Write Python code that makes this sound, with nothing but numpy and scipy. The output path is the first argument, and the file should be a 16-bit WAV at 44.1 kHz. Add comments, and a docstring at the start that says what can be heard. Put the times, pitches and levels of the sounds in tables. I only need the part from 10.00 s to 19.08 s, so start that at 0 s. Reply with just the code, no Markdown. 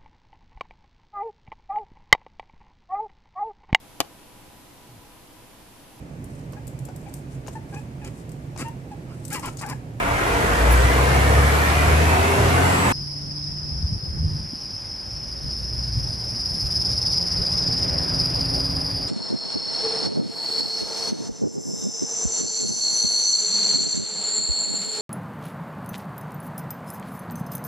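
"""A heavy diesel truck pulls away close by along a shop street: a climbing firing drone, gear whine,
exhaust and tyre roar, turbo whistles and a puff of air from a valve.
A hard cut drops to the same street, now quiet. Cicadas throb in the trees, their clicks blurring to a
buzz in resonant abdomens; light wind bumps the microphone, distant engines hum and a car rolls
slowly past."""
import sys
import numpy as np
from scipy import signal
from scipy.fft import rfft, irfft
from scipy.io import wavfile
from scipy.ndimage import uniform_filter1d

SR = 44100
rng = np.random.default_rng(int(sys.argv[2]) if len(sys.argv) > 2 else 0)


def output_pcm(signal):
    """Save a mono or channel-first signal as 16-bit PCM at the path in sys.argv[1].

    Samples are clipped to [-1, 1] before scaling.
    """
    pcm = np.clip(np.atleast_2d(signal).T, -1, 1) * 32767
    wavfile.write(sys.argv[1], SR, np.round(pcm).astype(np.int16))


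N = 400428
T = np.arange(N) / SR
CUT_S = 2.923
SIZE, HOP = 1024, 256
HZ, FRAME_S = np.fft.rfftfreq(SIZE, 1 / SR), np.arange(N // HOP + 5) * HOP / SR

# The engine revving up: time_s, firing_hz
FIRING = [(0, 31), (.18, 40.7), (.51, 56.4), (.69, 59.3), (1.15, 67.4), (1.93, 76.6), (2.68, 88.2),
          (2.93, 90)]
# Stereo image of the near and far sounds: freq_hz, likeness (0-1), right_lead_turns
NEAR_IMAGE = [(60, 0.96, .01), (170, 0.89, .03), (340, .7, .11), (600, .5, .23), (1200, 0.28, 0.34),
              (1800, 0.3, 0.56), (2590, 0.4, 0.8), (3800, 0.13, 1.03), (7000, 0.12, 1.16),
              (9100, 0.45, 1.44), (10040, .6, 1.74), (11000, 1, 2), (11750, 1, 1.97), (12700, .95, 2.5),
              (13700, .95, 2.5), (14800, 1, 3)]
FAR_IMAGE = [(60, .85, 0), (170, .8, .02), (340, 0.7, 0.14), (600, 0.52, 0.21), (1190, 0.48, 0.5),
             (1770, 0.46, 0.92), (2470, 1, 1), (7550, .99, 1), (8560, 0.9, 1.55), (9050, 1, 1.5),
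             (10000, 0.9, 1.73), (10900, 1, 2), (11700, 1, 2), (12700, .95, 2.5), (13700, 1, 2.5),
             (14900, 1, 3)]


def amp(db):
    """Decibels to gain."""
    return 10 ** (np.asarray(db) / 20)


def unit_rms(x):
    """Scales to rms 1."""
    return x / np.sqrt(np.mean(x ** 2) + 1e-20)


def at_hz(table, hz, column=1):
    """Reads a table on a log-frequency axis."""
    columns = np.transpose(table)
    return np.interp(np.log(hz + 1), np.log(columns[0] + 1), columns[column])


def curves(table):
    """Joins timed rows by straight lines, one curve per value column."""
    time_s, *columns = np.transpose(table)
    return [np.interp(T, time_s, column) for column in columns]


def wander(rate_hz):
    """Smooth random drift of rms 1, rolling off above rate_hz."""
    step = 32
    size = N // step + 2
    rolloff = np.exp(-(np.fft.rfftfreq(size, step / SR) / rate_hz) ** 2)
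    drift = irfft(rfft(rng.standard_normal(size)) * rolloff, size)
    return np.interp(np.arange(N) / step, np.arange(size), unit_rms(drift))


def noise(colour_db, image, patchy_db=1.5, patch_size=(10, 10)):
    """Coloured stereo noise of rms 1, mottled in level by patches of (bins, frames)."""
    a, b, c, d, patches = rng.standard_normal((len(FRAME_S), len(HZ), 5), dtype=np.float32).T
    for axis, size in enumerate(patch_size):
        patches = uniform_filter1d(patches, size=size, axis=axis)
    # the mid treble opens wide just after the cut, then gathers in the centre
    wide = np.outer((HZ > 1500) & (HZ < 8700), (FRAME_S > CUT_S) & (FRAME_S < 4.25))
    likeness = np.clip(at_hz(image, HZ)[:, None] * np.where(wide, .12, 1), 0, 1)
    delay = np.exp(-2j * np.pi * at_hz(image, HZ, column=2))[:, None]
    right = a + 1j * b
    left = likeness * delay * right + np.sqrt(1 - likeness ** 2) * (c + 1j * d)
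    gain = amp(np.reshape(colour_db, (len(HZ), -1)) + patchy_db * unit_rms(patches))
    _, stereo = signal.istft(gain * np.array([left, right]), nperseg=SIZE, noverlap=SIZE - HOP)
    return unit_rms(stereo[:, :N])


def tone(hz, rms_db, waver_db=0., blur_hz=0.):
    """A sine following pitch and level curves, with optional slow waver and fast pitch jitter."""
    turns = np.cumsum(hz + blur_hz * wander(143)) / SR + rng.random()
    return np.sqrt(2) * amp(rms_db + waver_db * wander(3.6)) * np.sin(2 * np.pi * turns)


def glide(start_s, length_s, from_hz, to_hz, crest_db, **texture):
    """A sliding tone that swells to its midpoint and falls away."""
    progress = np.clip((T - start_s) / length_s, 0, 1)
    fade = np.clip(np.minimum(progress, 1 - progress) * length_s / .021, 0, 1)
    level_db = crest_db - 9.5 * (2 * progress - 1) ** 2
    return fade * tone(from_hz + (to_hz - from_hz) * progress, level_db, **texture)


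def placed(x, left_db=0., lag_s=.0003):
    """Sets a mono source off to the right: the left microphone hears it later."""
    return np.array([amp(left_db / 2) * np.roll(x, round(lag_s * SR)), amp(-left_db / 2) * x])


def engine_drone():
    """Firing tones sweep through the pipe's resonances; six uneven cylinders add sixths between them."""
    # Strong partials: multiple of the firing rate; level_db at full throttle, ahead of the pipe
    multiples = np.array([2, 3, 4, 6, 8]) / 2
    levels_db = [-19.5, -32.5, -28, -38, -42.5]
    # Resonances of exhaust pipe and street together: freq_hz, gain_db
    pipe = [(40, 3), (59.5, 6.5), (65, -2), (70, 2.5), (74, -3), (77, 3.5), (82, -4.5), (86, -0.5),
            (91, -13), (104, 7.5), (113, -8), (130, 2.5), (142, 0.5), (147, -8), (154, 0), (165, -10),
            (176, -5.5), (250, 1.5), (350, 0)]
    firing_hz, = curves(FIRING)
    coasting_db, throttle_s, rise_s = -16, .59, .044  # weak until the driver steps on it
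    load_db = coasting_db / (1 + np.exp((T - throttle_s) / rise_s))
    drone = sum(tone(k * firing_hz, db + load_db + at_hz(pipe, k * firing_hz))
                for k, db in zip(multiples, levels_db))
    sixths = [k / 6 for k in range(5, 40) if k / 6 not in multiples]
    drone += sum(tone(k * firing_hz, -45.5 - 3.3 * k, waver_db=7) for k in sixths)
    return placed(drone, left_db=1.2, lag_s=.00045)


def gear_whine():
    """Gear teeth sing with the revs, loudest as the gearbox goes by, among brief drivetrain moans."""
    # Drivetrain tones: start_s, length_s, from_hz, to_hz, crest_db
    moan_glides = [(.2, .45, 466, 470, -32), (.85, .25, 473, 474, -33), (2.08, .47, 378, 411, -28.5),
                   (2.5, .4, 266, 288, -31.5), (2.65, .35, 207, 224, -31.5), (.2, .35, 1380, 1450, -37),
                   (.53, .13, 1880, 1780, -36), (.7, .24, 1880, 1800, -38), (1.04, .14, 1760, 1790, -35),
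                   (1.2, .19, 1830, 1840, -32)]
    firing_hz, = curves(FIRING)
    teeth_per_firing, loudest_s = 32.3, 1.5
    gear_db = -37.5 - 4 * (T - loudest_s) ** 2
    gear = tone(teeth_per_firing * firing_hz, gear_db, waver_db=2.5, blur_hz=38)
    moans = sum(glide(*row, waver_db=1, blur_hz=4 + .006 * row[2]) for row in moan_glides)
    return placed(gear + moans, left_db=-3, lag_s=.0001)


def truck_roar():
    """Exhaust and tyre roar and a bright hiss pulse with each firing, over the ringing chassis."""
    # Spectra of the roar and the hiss: freq_hz, level_db
    roar_colour = [(15, -52), (25, -40), (58, -22.5), (86, -5), (198, -13.5), (287, -14), (338, -15),
                   (425, -9), (556, -12), (913, -12), (1960, -15.5), (2360, -18.5), (3500, -32.5),
                   (4550, -48), (7700, -120)]
    hiss_colour = [(1650, -28), (2800, -4), (5040, -8), (6250, -9), (9400, -9.5), (11900, -16), (12500, -8),
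                   (13300, -21), (14600, -20), (15500, -36)]
    # Chassis resonances: pitch_hz, width_hz, level_db
    chassis_modes = [(280.3, 25, -37.5), (698, 48.4, -32.5), (977, 58.5, -35), (1800, 56, -39.5)]
    firing_hz, = curves(FIRING)
    gap = np.exp(-T / .32)  # closes as the truck draws alongside
    pulse = 1 + .07 * np.cos(2 * np.pi * np.cumsum(firing_hz) / SR)
    roar = noise(at_hz(roar_colour, HZ), NEAR_IMAGE, patchy_db=2.5, patch_size=(2, 18))  # narrow streaks
    chassis = sum(tone(hz, db, waver_db=.5, blur_hz=width) for hz, width, db in chassis_modes)
    hiss = noise(at_hz(hiss_colour, HZ), NEAR_IMAGE, patchy_db=.87)
    return pulse * (amp(-19.5 - 3 * gap) * roar + amp(-31 - 8 * gap) * hiss) + placed(chassis)


def turbo():
    """Short breathy air whistles and one faint, wide, rising turbo sweep."""
    # Air whistles: start_s, length_s, from_hz, to_hz, crest_db
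    whistle_glides = [(.7, .22, 7900, 8150, -45), (2.57, .5, 7100, 8600, -39.5),
                      (2.53, .32, 8470, 8700, -41)]
    # Turbo sweep: start_s, length_s, from_hz, to_hz, crest_db
    sweep_glide = (1.05, .85, 9650, 12900, -45)
    whistles = sum(glide(*row, waver_db=2, blur_hz=105) for row in whistle_glides)
    sweep = np.array([glide(*sweep_glide, waver_db=2, blur_hz=200) for side in range(2)])
    return placed(whistles, lag_s=.000025) + sweep


def valve_puff():
    """An air valve spits one short, bright puff."""
    # Spectrum of the escaping air: freq_hz, level_db
    colour = [(6000, -20), (9500, -6), (10500, 1.5), (12000, -9), (15000, -6), (15700, -9)]
    start_s, open_s, attack_s, decay_s = .705, .029, .006, .015
    attack = np.clip((T - start_s) / attack_s, 0, 1)
    decay = np.exp(-np.maximum(T - start_s - open_s, 0) / decay_s)
    return amp(-30) * attack * decay * noise(at_hz(colour, HZ), NEAR_IMAGE)


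def cicadas():
    """Dense clicks blur to noise in the abdomen resonance; the song throbs, sagging at each swell."""
    # Swell of the chorus: time_s, chorus_db, overtone_trim_db
    dynamics = [(2.92, -32, -2), (3.4, -32.5, -5), (4.2, -34.5, -1), (5.2, -33, -1.5), (6.2, -29, 0),
                (6.8, -24.5, 0.5), (7.15, -23, -3), (7.4, -25.5, -1), (7.6, -23.5, -3.5), (8, -25.5, -1),
                (8.4, -25, 1.5), (8.8, -27.5, 3), (9.08, -28, 0.5)]
    # Spectra of the abdomen resonance and its overtones: freq_hz, level_db
    song_colour = [(2410, -44), (4100, -26.5), (4530, -11.5), (4810, -3.5), (5060, 0.5), (5280, -6),
                   (6540, -34), (8100, -40), (8800, -59), (11400, -85), (19400, -120)]
    overtone_colour = [(5180, -62), (8800, -16), (9590, -2.5), (10000, 4.5), (10600, -4.5), (12400, -19),
                       (12800, -12), (13200, -36), (13500, -23), (14200, -13), (15500, -17.5)]
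    colour_centre_hz, throb_hz = 4954, 19.5
    chorus_db, overtone_trim_db = curves(dynamics)
    ring_hz = 5091 - 55 * np.maximum(T - 6.4, 0)  # sinks late in the song
    swell = np.cos(2 * np.pi * (throb_hz * T + .12 + .12 * wander(7.5)))
    depth_db = 1.4 + .22 * (chorus_db + 32)  # deeper as the nearest singer grows louder
    throb = amp(depth_db * swell + .7 * wander(6))
    sag = 1 - .004 * (swell + .8 * wander(12))
    shift = np.interp(FRAME_S, T, ring_hz / colour_centre_hz * sag)
    chorus = throb * noise(at_hz(song_colour, HZ[:, None] / shift), FAR_IMAGE, patchy_db=1.75)
    # two near singers ring narrowly, each drifting about the resonance
    near_pair = sum(tone(ring_hz * (1 + .015 * wander(8) - .004 * swell), 0, blur_hz=70)
                    for singer in range(2))
    song = unit_rms(unit_rms(chorus) + amp(-4) * throb * near_pair)
    overtones = unit_rms(throb * noise(at_hz(overtone_colour, HZ), FAR_IMAGE))
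    return amp(chorus_db) * (song + amp(-20.5 + overtone_trim_db) * overtones)


def wind():
    """Light wind on the microphone: a lumpy rumble with single soft bumps."""
    # Gusts: time_s, level_db
    gusts = [(2.93, -38), (3.45, -36), (3.8, -32), (4.02, -35), (4.3, -31), (4.65, -42), (5.2, -38),
             (5.95, -31.5), (6.5, -34), (7, -31), (7.3, -35), (7.6, -31), (8.7, -30), (9.08, -34)]
    # Spectrum of the rumble: freq_hz, level_db
    colour = [(12, -54), (20, -24), (40, -5.5), (65, 0), (125, -7), (160, -11), (184, -12.5), (315, -25),
              (400, -26.5), (520, -35), (880, -120)]
    # Buffets on the microphone: time_s, peak_db, pitch_hz
    buffets = [(3.719, -22, 72), (3.779, -22, 63), (3.84, -17, 69), (3.918, -14.5, 110), (3.949, -23, 113),
               (4.028, -21.5, 131.3), (4.089, -21, 70.6), (4.2, -18, 81), (4.249, -20, 86.1),
               (4.449, -29, 129), (4.527, -26, 247), (5.968, -17.5, 110), (6.089, -22, 79)]
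    gust_db, = curves(gusts)
    rumble = amp(gust_db + 2.33 * wander(11.7)) * noise(at_hz(colour, HZ), FAR_IMAGE)
    bumps = np.zeros(N)
    for time_s, peak_db, hz in buffets:
        age_s = T - time_s
        envelope = np.exp(-((age_s - .008) * hz / .88) ** 2)
        bumps += amp(peak_db) * envelope * np.sin(2 * np.pi * hz * age_s)
    return rumble + placed(bumps)


def distant_town():
    """A soft bed of town noise, with far-off engines humming in and out."""
    # Spectrum of the town wash: freq_hz, level_db
    colour = [(88, -27), (150, 3.5), (370, 0), (415, -10), (577, -2), (628, -7), (849, -4), (3410, -17.5),
              (4600, -45), (5980, -52), (10100, -120)]
    # Distant engine tones: start_s, length_s, from_hz, to_hz, crest_db
    hum_glides = [(2.85, 1.03, 140.2, 151.7, -34), (3.047, 0.56, 286, 296, -47),
                  (4.134, .3, 158, 152, -31.5), (5.25, 0.99, 60, 57, -32.5), (7.8, 1.2, 58.6, 58.1, -36),
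                  (5.65, .7, 119.3, 117.8, -34), (6.698, 0.54, 117, 115.8, -38),
                  (7.45, 0.55, 116.5, 117, -34.5), (8.1, 0.71, 120.3, 120.9, -33.5),
                  (6.5, 2.95, 174.4, 170, -38), (7.25, 2.2, 154.2, 153.2, -38.5),
                  (7.601, 2, 256.7, 288.8, -40)]
    wash = amp(-46.5) * noise(at_hz(colour, HZ), FAR_IMAGE, patchy_db=1.4)
    hums = sum(glide(*row, waver_db=1, blur_hz=4) for row in hum_glides)
    return wash + placed(hums)


def passing_car():
    """A slow car's rolling noise swells and fades with its distance."""
    # Spectrum of the rolling car: freq_hz, level_db
    colour = [(88, -81), (150, -4), (231, -26.5), (262, -3), (303, -6), (813, -6.5), (1380, -14),
              (3660, -27), (4600, -65.5), (5980, -75), (10100, -120)]
    closest_s, closest_m, speed_m_per_s, loss_db_per_m = 8.12, 6., 7.96, .17
    distance_m = np.hypot(closest_m, speed_m_per_s * (T - closest_s))
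    gain = closest_m / distance_m * amp(-34 - loss_db_per_m * (distance_m - closest_m))
    return gain * noise(at_hz(colour, HZ), FAR_IMAGE)


def scene():
    """The truck up to the cut, the quiet street after it."""
    truck = engine_drone() + gear_whine() + truck_roar() + turbo() + valve_puff()
    street = cicadas() + wind() + distant_town() + passing_car()
    cut = np.clip((T - CUT_S) / .002, 0, 1)
    return (1 - cut) * truck + cut * street


def record(dry):
    """The microphone drops the deepest bass and the recorder shaves off the top treble."""
    low_cut = signal.butter(3, 40, "high", fs=SR, output="sos")
    high_cut = signal.firwin(1023, 15600, window=("kaiser", 9), fs=SR)
    return signal.oaconvolve(signal.sosfilt(low_cut, dry), high_cut[None], "same")


dry = scene()
out = record(dry)
output_pcm(out)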